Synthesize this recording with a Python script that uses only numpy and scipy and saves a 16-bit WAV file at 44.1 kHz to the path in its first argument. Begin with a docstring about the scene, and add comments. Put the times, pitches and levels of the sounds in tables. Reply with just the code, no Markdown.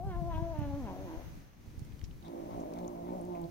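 """Cat growling over food

A cat guards its food on a concrete yard, close to a hand-held microphone: a clear yowl sinks into a growl
while its jaw chews, and after a pause comes a second, rough growl. The voice is a sum of harmonics with
pulsed air noise; a plastic pouch ticks and rustles in short noise bursts. Low noise and damped swings make
the rumble of the moving microphone, over a quiet night of coloured noise."""
import sys
import numpy as np
from scipy import signal
from scipy.fft import rfft, irfft
from scipy.io import wavfile
from scipy.ndimage import uniform_filter1d

SR = 44100
rng = np.random.default_rng(int(sys.argv[2]) if len(sys.argv) > 2 else 0)


def master(y):
    """Save y as 16-bit WAV."""
    cut = np.clip(np.atleast_2d(y).T, -1, 1)
    pcm = np.round(cut * 32767)  # scale
    wavfile.write(sys.argv[1], SR, pcm.astype(np.int16))


N = 154350
T = np.arange(N) / SR


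def undb(db):
    """Decibels to gain."""
    return 10 ** (np.asarray(db) / 20)


def unit(x):
    """Scale to rms 1."""
    return x / np.sqrt(np.mean(x ** 2))


def curves(rows):
    """Each column of a table after the first, joined by straight lines in time."""
    rows = np.array(rows, float).T
    return [np.interp(T, rows[0], column) for column in rows[1:]]


def db_at(points, hz):
    """Read a spectrum on a log-frequency axis."""
    f, db = np.array(points, float).T
    return np.interp(np.log(hz + 1), np.log(f), db)


def colour(x, points, share=1):
    """Filter by a spectrum of (f/Hz, level/dB) points, its dB scaled by share."""
    db = share * db_at(points, np.fft.rfftfreq(N, 1 / SR))
    return irfft(rfft(x) * undb(db), N)


def noise(points):
    """Coloured noise of rms 1."""
    return unit(colour(rng.standard_normal(N), points))


def walk(rate):
    """Smooth random drift of rms 1, with `rate` new values per second."""
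    step = int(SR / rate)
    held = np.repeat(rng.standard_normal(N // step + 1), step)
    return unit(uniform_filter1d(held, step)[:N])


def pan(x, db):
    """Place a sound by its left-minus-right level in dB."""
    return x * undb(np.array([[db], [-db]]) / 2)


# chews, each opening the mouth: t/s, half length/s, opening (0-1)
CHEW_TIMES = [(0.138,0.039,0.73),(0.357,0.057,0.81),(0.61,0.073,0.67),(0.884,0.035,0.7),(1.112,0.042,0.77),(2.266,0.027,0.5),(2.531,0.027,0.42),(2.778,0.031,0.35),(3.08,0.031,0.24),(3.401,0.064,0.35)]
# what a fully open mouth adds: f/Hz, level/dB
OPEN_MOUTH = [(330,2),(660,-7),(950,14),(1280,8),(1620,22),(2000,19),(2500,20),(3200,23),(4500,0)]
# colour of the air that rasps in the voice: f/Hz, level/dB
RASP_COLOUR = [(100,-15),(170,-16),(270,2),(340,3),(450,-9),(580,1.5),(750,-9.5),(950,-8.5),(1250,-19),(1750,-37),(2200,-23),(2800,-41),(4000,-36)]
# colour of the air past the open mouth: f/Hz, level/dB
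MOUTH_AIR_COLOUR = [(700,-14),(1300,-7),(1700,1),(2150,-6),(2700,-11),(3300,2),(4200,-7),(8000,-27)]
MOUTH_AIR_DB = -16  # against the tone, at full roughness and opening, before the final mix scaling
WAVER, WANDER = 0.00497, .025  # rms swing of pitch (share): always, and extra per unit of roughness
TREMBLE_DB = 3  # rms swing of each harmonic
THROB_FROM = .16  # roughness above which the pulses fall into repeating groups


def voice(hz, db, rough, lift, throat, jitter, shimmer, rasp, throb, count):
    """Vocal-fold pulses and pulsed air pass the throat and the chewing mouth; when rough, pulses repeat
    in groups of `count`, which adds lines between the harmonics."""
    mouth = sum(size * np.exp(-np.abs((T - at) / half) ** 3) for at, half, size in CHEW_TIMES)
    swing = WAVER * walk(60) + WANDER * rough * walk(70)
    cycles = np.cumsum(hz * (1 + swing)) / SR
    # one random timing and one random size per cycle
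    early, size = (np.interp(cycles, np.arange(1000), row) for row in rng.standard_normal((2, 1000)))
    phase = 2 * np.pi * (cycles + jitter * rough * early)

    folds = 0
    for k in np.arange(1, 17):
        gain = undb(mouth * db_at(OPEN_MOUTH, k * hz) + lift * (k == 1) + TREMBLE_DB * walk(30))
        folds = folds + gain * np.cos(k * phase + np.sqrt(k) * np.pi)

    split = throb * np.sqrt(np.maximum(rough - THROB_FROM, 0))
    between = [n / count for n in range(count + 1, 7 * count) if n % count]
    for k in between:
        gain = split * undb(mouth * db_at(OPEN_MOUTH, k * hz))
        drift = 2 * np.pi * rng.random() + .8 * walk(14)
        folds = folds + gain * np.cos(k * phase + drift)

    tone = colour(folds * (1 + shimmer * rough * size), throat)
    tone = tone / np.sqrt(uniform_filter1d(tone ** 2, size=1100) + 1e-12)  # even level over 25 ms
    air = noise(RASP_COLOUR)
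    air = (air + mouth * (colour(air, OPEN_MOUTH) - air)) * rasp * rough
    air = air + undb(MOUTH_AIR_DB) * mouth * rough * noise(MOUTH_AIR_COLOUR)
    pulsed_air = air * (1 + .6 * np.cos(phase))
    return undb(db) * (tone + pulsed_air) / np.sqrt(1 + (rasp * rough) ** 2)


# the cat moves round the microphone, lead of the left port: t/s, lead/ms
LEFT_LEAD = [(0,0.088),(.75,0.068),(1.05,0.17),(2.3,0.52),(3.5,0.5)]
YARD_T60_S, YARD_DB = 1, -11  # decay rate of the scatter (cut off at 0.5 s) and its level


def yard(x, side):
    """The voice reaches the two ports, followed by a short scatter from ground and walls."""
    left, right = colour(x, side, 1 / 2), colour(x, side, -1 / 2)
    ahead = np.interp(T + curves(LEFT_LEAD)[0] / 1000, T, left)
    direct = np.array([ahead, right])
    tail = rng.standard_normal((2, SR // 2)) * undb(-60 * T[:SR // 2] / YARD_T60_S)
    tail /= np.sqrt(np.sum(tail ** 2, axis=1, keepdims=True))
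    return direct + undb(YARD_DB) * signal.fftconvolve(direct, tail, axes=1)[:, :N]


# melody of the yowl: t/s, f/Hz, level/dB
YOWL_LINE = [(0,335.4,-42.5),(.055,397.3,-46),(.085,391.1,-43.5),(.125,348.4,-46.5),(.2,350.2,-42.5),(.235,336.7,-42.5),(.275,351.3,-40.5),(.345,316.1,-43),(.44,337.1,-40),(.52,329.9,-41.5),(.55,305.1,-44.5),(.62,291,-42),(.72,277.4,-41.5),(.78,286.8,-41),(.83,245.9,-43.5),(.88,196.6,-44),(.94,179.3,-46),(1.04,197.2,-48),(1.105,158.7,-48),(1.2,168.2,-49),(1.235,167.6,-62),(1.3,165,-79)]
# its hoarseness: t/s, roughness (0 = clear)
YOWL_HOARSE = [(0,0.17),(.78,0.11),(.87,0.22),(.95,0.47),(1.04,0.31),(1.12,0.33),(1.22,0.87)]
# throat behind the nearly shut mouth: f/Hz, level/dB
YOWL_TRACT = [(100,-33),(185,2.5),(250,5.5),(330,2),(450,-9),(560,1),(680,3.5),(830,-5),(1000,-7.5),(1170,-21.5),(1600,-27),(2400,-40.5),(4000,-39)]
# low resonance the throat gains as the yowl sinks into a growl: f/Hz, level/dB
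CHEST_TONE = [(200,-8),(290,7),(370,5),(470,3),(600,-10),(1200,-40)]
# stereo colour of the yowl: f/Hz, left-minus-right level/dB
YOWL_STEREO = [(200,0.5),(340,-4.5),(600,3.5),(1000,5),(1600,-3.5),(3000,-1.5)]


def yowl():
    """A clear falling cry that brightens with each chew and gains a chest resonance as its pitch sinks."""
    hz, db = curves(YOWL_LINE)
    rough = curves(YOWL_HOARSE)[0]
    cry = voice(hz, db, rough, 0, YOWL_TRACT, jitter=.07, shimmer=.65, rasp=.5, throb=.85, count=2)
    sunk = np.clip((250 - hz) / 50, 0, 1)  # 0 above 250 Hz, 1 below 200 Hz
    cry = cry + sunk * (colour(cry, CHEST_TONE) - cry / 4) / 2
    return yard(cry * (T < YOWL_LINE[-1][0]), YOWL_STEREO)


# the growl: t/s, f/Hz, level/dB, roughness (0 = clear), lift of the fundamental/dB
GROWL_LINE = [(2.17,165.4,-79,0.77,0),(2.24,169.7,-50.5,0.56,13.5),(2.34,170.7,-44.5,1.11,-9.5),(2.44,164.9,-44.5,0.88,2),(2.52,176.7,-45.5,0.55,-4.5),(2.6,176.1,-41,0.88,-2.5),(2.66,155.8,-44,0.58,-5),(2.74,170.3,-44,0.88,-2),(2.8,176.1,-42,0.44,3),(2.85,177.4,-40,0.38,-2),(2.9,175.2,-44.5,0.67,-7),(3.02,171.3,-44,.55,5),(3.13,183.8,-40,0.6,4),(3.19,178.8,-42.5,0.71,0),(3.225,170.2,-41,0.25,-1),(3.275,182.2,-43.5,0.42,1),(3.31,179,-39,0.19,-1),(3.37,171.9,-41,0.26,3.5),(3.455,169,-40.5,0.13,10.5),(3.485,172,-58,0.4,-1)]
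# throat behind the nearly shut mouth: f/Hz, level/dB
GROWL_TRACT = [(110,-27),(170,1.5),(250,9),(350,5),(450,-2),(520,-7.5),(600,7),(720,-2.5),(800,1),(900,-9),(1030,-14.5),(1250,-20.5),(1700,-54),(2200,-51),(2800,-65)]
# stereo colour of the growl: f/Hz, left-minus-right level/dB
GROWL_STEREO = [(170,-0.5),(350,-7),(540,14),(720,-10),(950,12),(1400,-3.5),(2200,1)]


def growl():
    """A growl through a nearly shut mouth: roughness jitters and splits the pulses, less so at the end."""
    hz, db, rough, lift = curves(GROWL_LINE)
    cry = voice(hz, db, rough, lift, GROWL_TRACT, jitter=.05, shimmer=.35, rasp=.35, throb=.64, count=3)
    return yard(cry * (T > GROWL_LINE[0][0]), GROWL_STEREO)


# ticks of the pouch and teeth: t/s, level/dB, f/Hz, left-minus-right level/dB, decay/s, width/octaves
TICK_LIST = [(.589,-52,8950,-2,0.0044,0.86),(1.792,-51.5,6100,-6,0.0056,0.72),(1.848,-55.5,5430,-8,.004,.8),(1.922,-53,2500,-8,.004,.5),(1.9928,-46.5,2700,-7,0.002,1),(2.0145,-38,2080,-2,0.0013,0.66),(2.0398,-46.5,5700,2,0.0091,0.21),(2.041,-50,3000,-1,0.0095,0.74),(2.1102,-48,3240,0,.0024,0.27),(2.2257,-51.5,3400,-7,0.0032,0.3),(2.2485,-55.5,3720,-2,0.032,0.11),(2.281,-48.5,4200,4,.002,0.79),(2.599,-54.5,6220,-3,0.011,0.16),(2.736,-46,3890,0,0.003,0.88),(2.787,-48.5,4760,-2,.003,0.6),(2.846,-52,3650,0,0.0036,0.22),(2.8785,-41,6560,9,0.0017,0.16),(2.9327,-49,14000,0,.0008,.3),(3.212,-49,9300,9,0.0024,.2),(3.251,-51,7980,9,.002,0.45),(3.3482,-52,2300,1,0.014,0.2),(3.416,-44.5,9900,2,.0014,0.96),(3.44,-51.5,4200,-4,0.0039,.22)]
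TICK_BODY_DB, TICK_ATTACK_S = -16, 0.0003  # broad noise under each tick's band, and its onset
CRINKLE_PER_S, CRINKLE_DB = 14, -78  # average rate and overall level of the faint crinkles


def pouch():
    """Plastic creases snap as short band-shaped noise bursts, with faint random crinkles throughout."""
    out, count = np.zeros((2, N)), 4096
    f, age = np.fft.rfftfreq(count, 1 / SR) + 1, T[:count]
    for at, db, hz, side, decay, width in TICK_LIST:
        band = np.exp(-.5 * (np.log2(f / hz) / width) ** 2)
        body = undb(TICK_BODY_DB) * f / (f + 1000) / (1 + f / 9000)
        shared, *own = irfft(rfft(rng.standard_normal((3, count))) * (band + body))
        envelope = (1 - np.exp(-age / TICK_ATTACK_S)) * np.exp(-age / decay)
        burst = unit(shared + 2.1 * np.array(own)) * envelope * undb(db) / 2
        start = int(at * SR)
        out[:, start:start + count] += pan(burst, side)[:, :N - start]
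    snaps = (rng.random(N) < CRINKLE_PER_S / SR) * rng.random(N)
    ring = rng.standard_normal((2, count)) * np.exp(-age / 0.0072)
    crinkles = signal.fftconvolve(snaps[None], ring, axes=1)[:, :N]
    return out + undb(CRINKLE_DB) * unit(colour(crinkles, HISS_COLOUR))


# microphone rumble before panning: t/s, level/dB
RUMBLE_LINE = [(0,-40),(.2,-39.5),(.35,-40),(.62,-39.5),(.85,-42),(1.18,-47.5),(1.3,-49.5),(1.6,-66),(1.8,-47),(1.87,-53),(2.0,-48.5),(2.15,-52),(2.3,-64),(2.47,-56),(2.56,-47),(2.66,-63),(3.0,-63),(3.39,-70),(3.44,-54),(3.5,-58)]
# its colour: f/Hz, level/dB
RUMBLE_COLOUR = [(15,-3.5),(45,3),(110,-1),(160,-3),(230,-17.5),(310,-20.5),(400,-27.5),(900,-56.5)]
# soft bumps of handling and steps: t/s, level/dB, f/Hz, left-minus-right level/dB
BUMP_LIST = [(0.11,-46,154,18),(0.178,-28,50.3,7),(0.218,-32,147,15),(0.421,-31.5,121,17),(.587,-33.5,105,-26.5),(0.616,-40.5,144,-29),(0.736,-39.5,95.7,31.5),(0.842,-41,89.62,19),(1.172,-42.5,38.9,32),(1.321,-43.5,128,-7),(1.675,-47,69,-22),(1.776,-43,79,-25.5),(1.817,-39,120,-19.5),(1.906,-41.5,73.6,10),(1.937,-44.5,86,26.5),(2.035,-42.5,65,30.5)]
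BUMP_S = 0.0036  # time for a bump's envelope to peak


def handling():
    """Air and the hand rumble on each port as low noise; bumps push a heavily damped swing."""
    level = undb(curves(RUMBLE_LINE)[0] + 2 * walk(21.12))
    out = pan(np.array([noise(RUMBLE_COLOUR), noise(RUMBLE_COLOUR)]) * level, 4.6)
    for at, db, hz, side in BUMP_LIST:
        age = np.maximum(T - at, 0)
        envelope = age / BUMP_S * np.exp(1 - age / BUMP_S)
        out = out + pan(undb(db) * envelope * np.sin(2 * np.pi * hz * age), side)
    return out


# colour of the night background: f/Hz, level/dB per Hz
NIGHT_COLOUR = [(30,6.5),(160,4),(300,-0.5),(450,-12.5),(900,-24.5),(1300,-41.5),(2100,-25.5),(2800,-32),(4500,-28.5),(6300,-31.5),(7400,-35),(16000,-37.5)]
# colour of the fine hiss, also of the crinkles: f/Hz, level/dB per Hz
HISS_COLOUR = [(800,15.5),(2200,10),(3500,4),(5000,1.5),(6400,6.5),(7600,-12.5),(10000,-7.5),(15000,-2)]
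# fine hiss, before its stereo spread is added: t/s, level/dB
HISS_LINE = [(0,-75),(.35,-63.5),(1.25,-60.5),(1.55,-69.5),(1.85,-66.5),(2.15,-69.5),(2.5,-64),(2.8,-67),(3.0,-67.5),(3.5,-67.5)]
# colour of the topmost hiss: f/Hz, level/dB
TOP_HISS_COLOUR = [(6000,-12),(9000,-7),(12000,-4.5),(15000,-2)]
# topmost hiss: t/s, level/dB
TOP_HISS_LINE = [(0,-75),(.35,-77),(.7,-77),(1.25,-70),(1.55,-81.5),(2.15,-76),(2.45,-73),(2.8,-71),(3.0,-73.5),(3.5,-74)]
NIGHT_DB, NIGHT_LIKENESS = -54.5, 0.69  # middle level; share of power common to both sides


def night():
    """A dull distant noise, partly shared by both sides, and a fine hiss that swells and sinks."""
    shared = noise(NIGHT_COLOUR)
    own = np.array([noise(NIGHT_COLOUR), noise(NIGHT_COLOUR)])
    far = np.sqrt(NIGHT_LIKENESS) * shared + np.sqrt(1 - NIGHT_LIKENESS) * own
    far = far * undb(NIGHT_DB + 3.3 * walk(6.9))
    spread = colour(noise(HISS_COLOUR), [(6500, 0), (11000, -23)])  # widens all but the top
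    hiss = noise(HISS_COLOUR) + np.array([spread, -spread])
    top = noise(TOP_HISS_COLOUR) * undb(curves(TOP_HISS_LINE)[0])
    return far + hiss * undb(curves(HISS_LINE)[0]) + top


def scene():
    """The cat, the pouch, the hand and the night."""
    return yowl() + growl() + pouch() + handling() + night()


TOP_HZ = 15800  # upper edge of the recorder's band


def record(dry):
    """The recorder drops the deepest rumble with a gentle high-pass and cuts the top steeply."""
    dry = signal.sosfilt(signal.butter(1, 12, "high", fs=SR, output="sos"), dry)
    return signal.sosfilt(signal.ellip(10, .2, 70, TOP_HZ, fs=SR, output="sos"), dry)


dry = scene()
out = record(dry)
master(out)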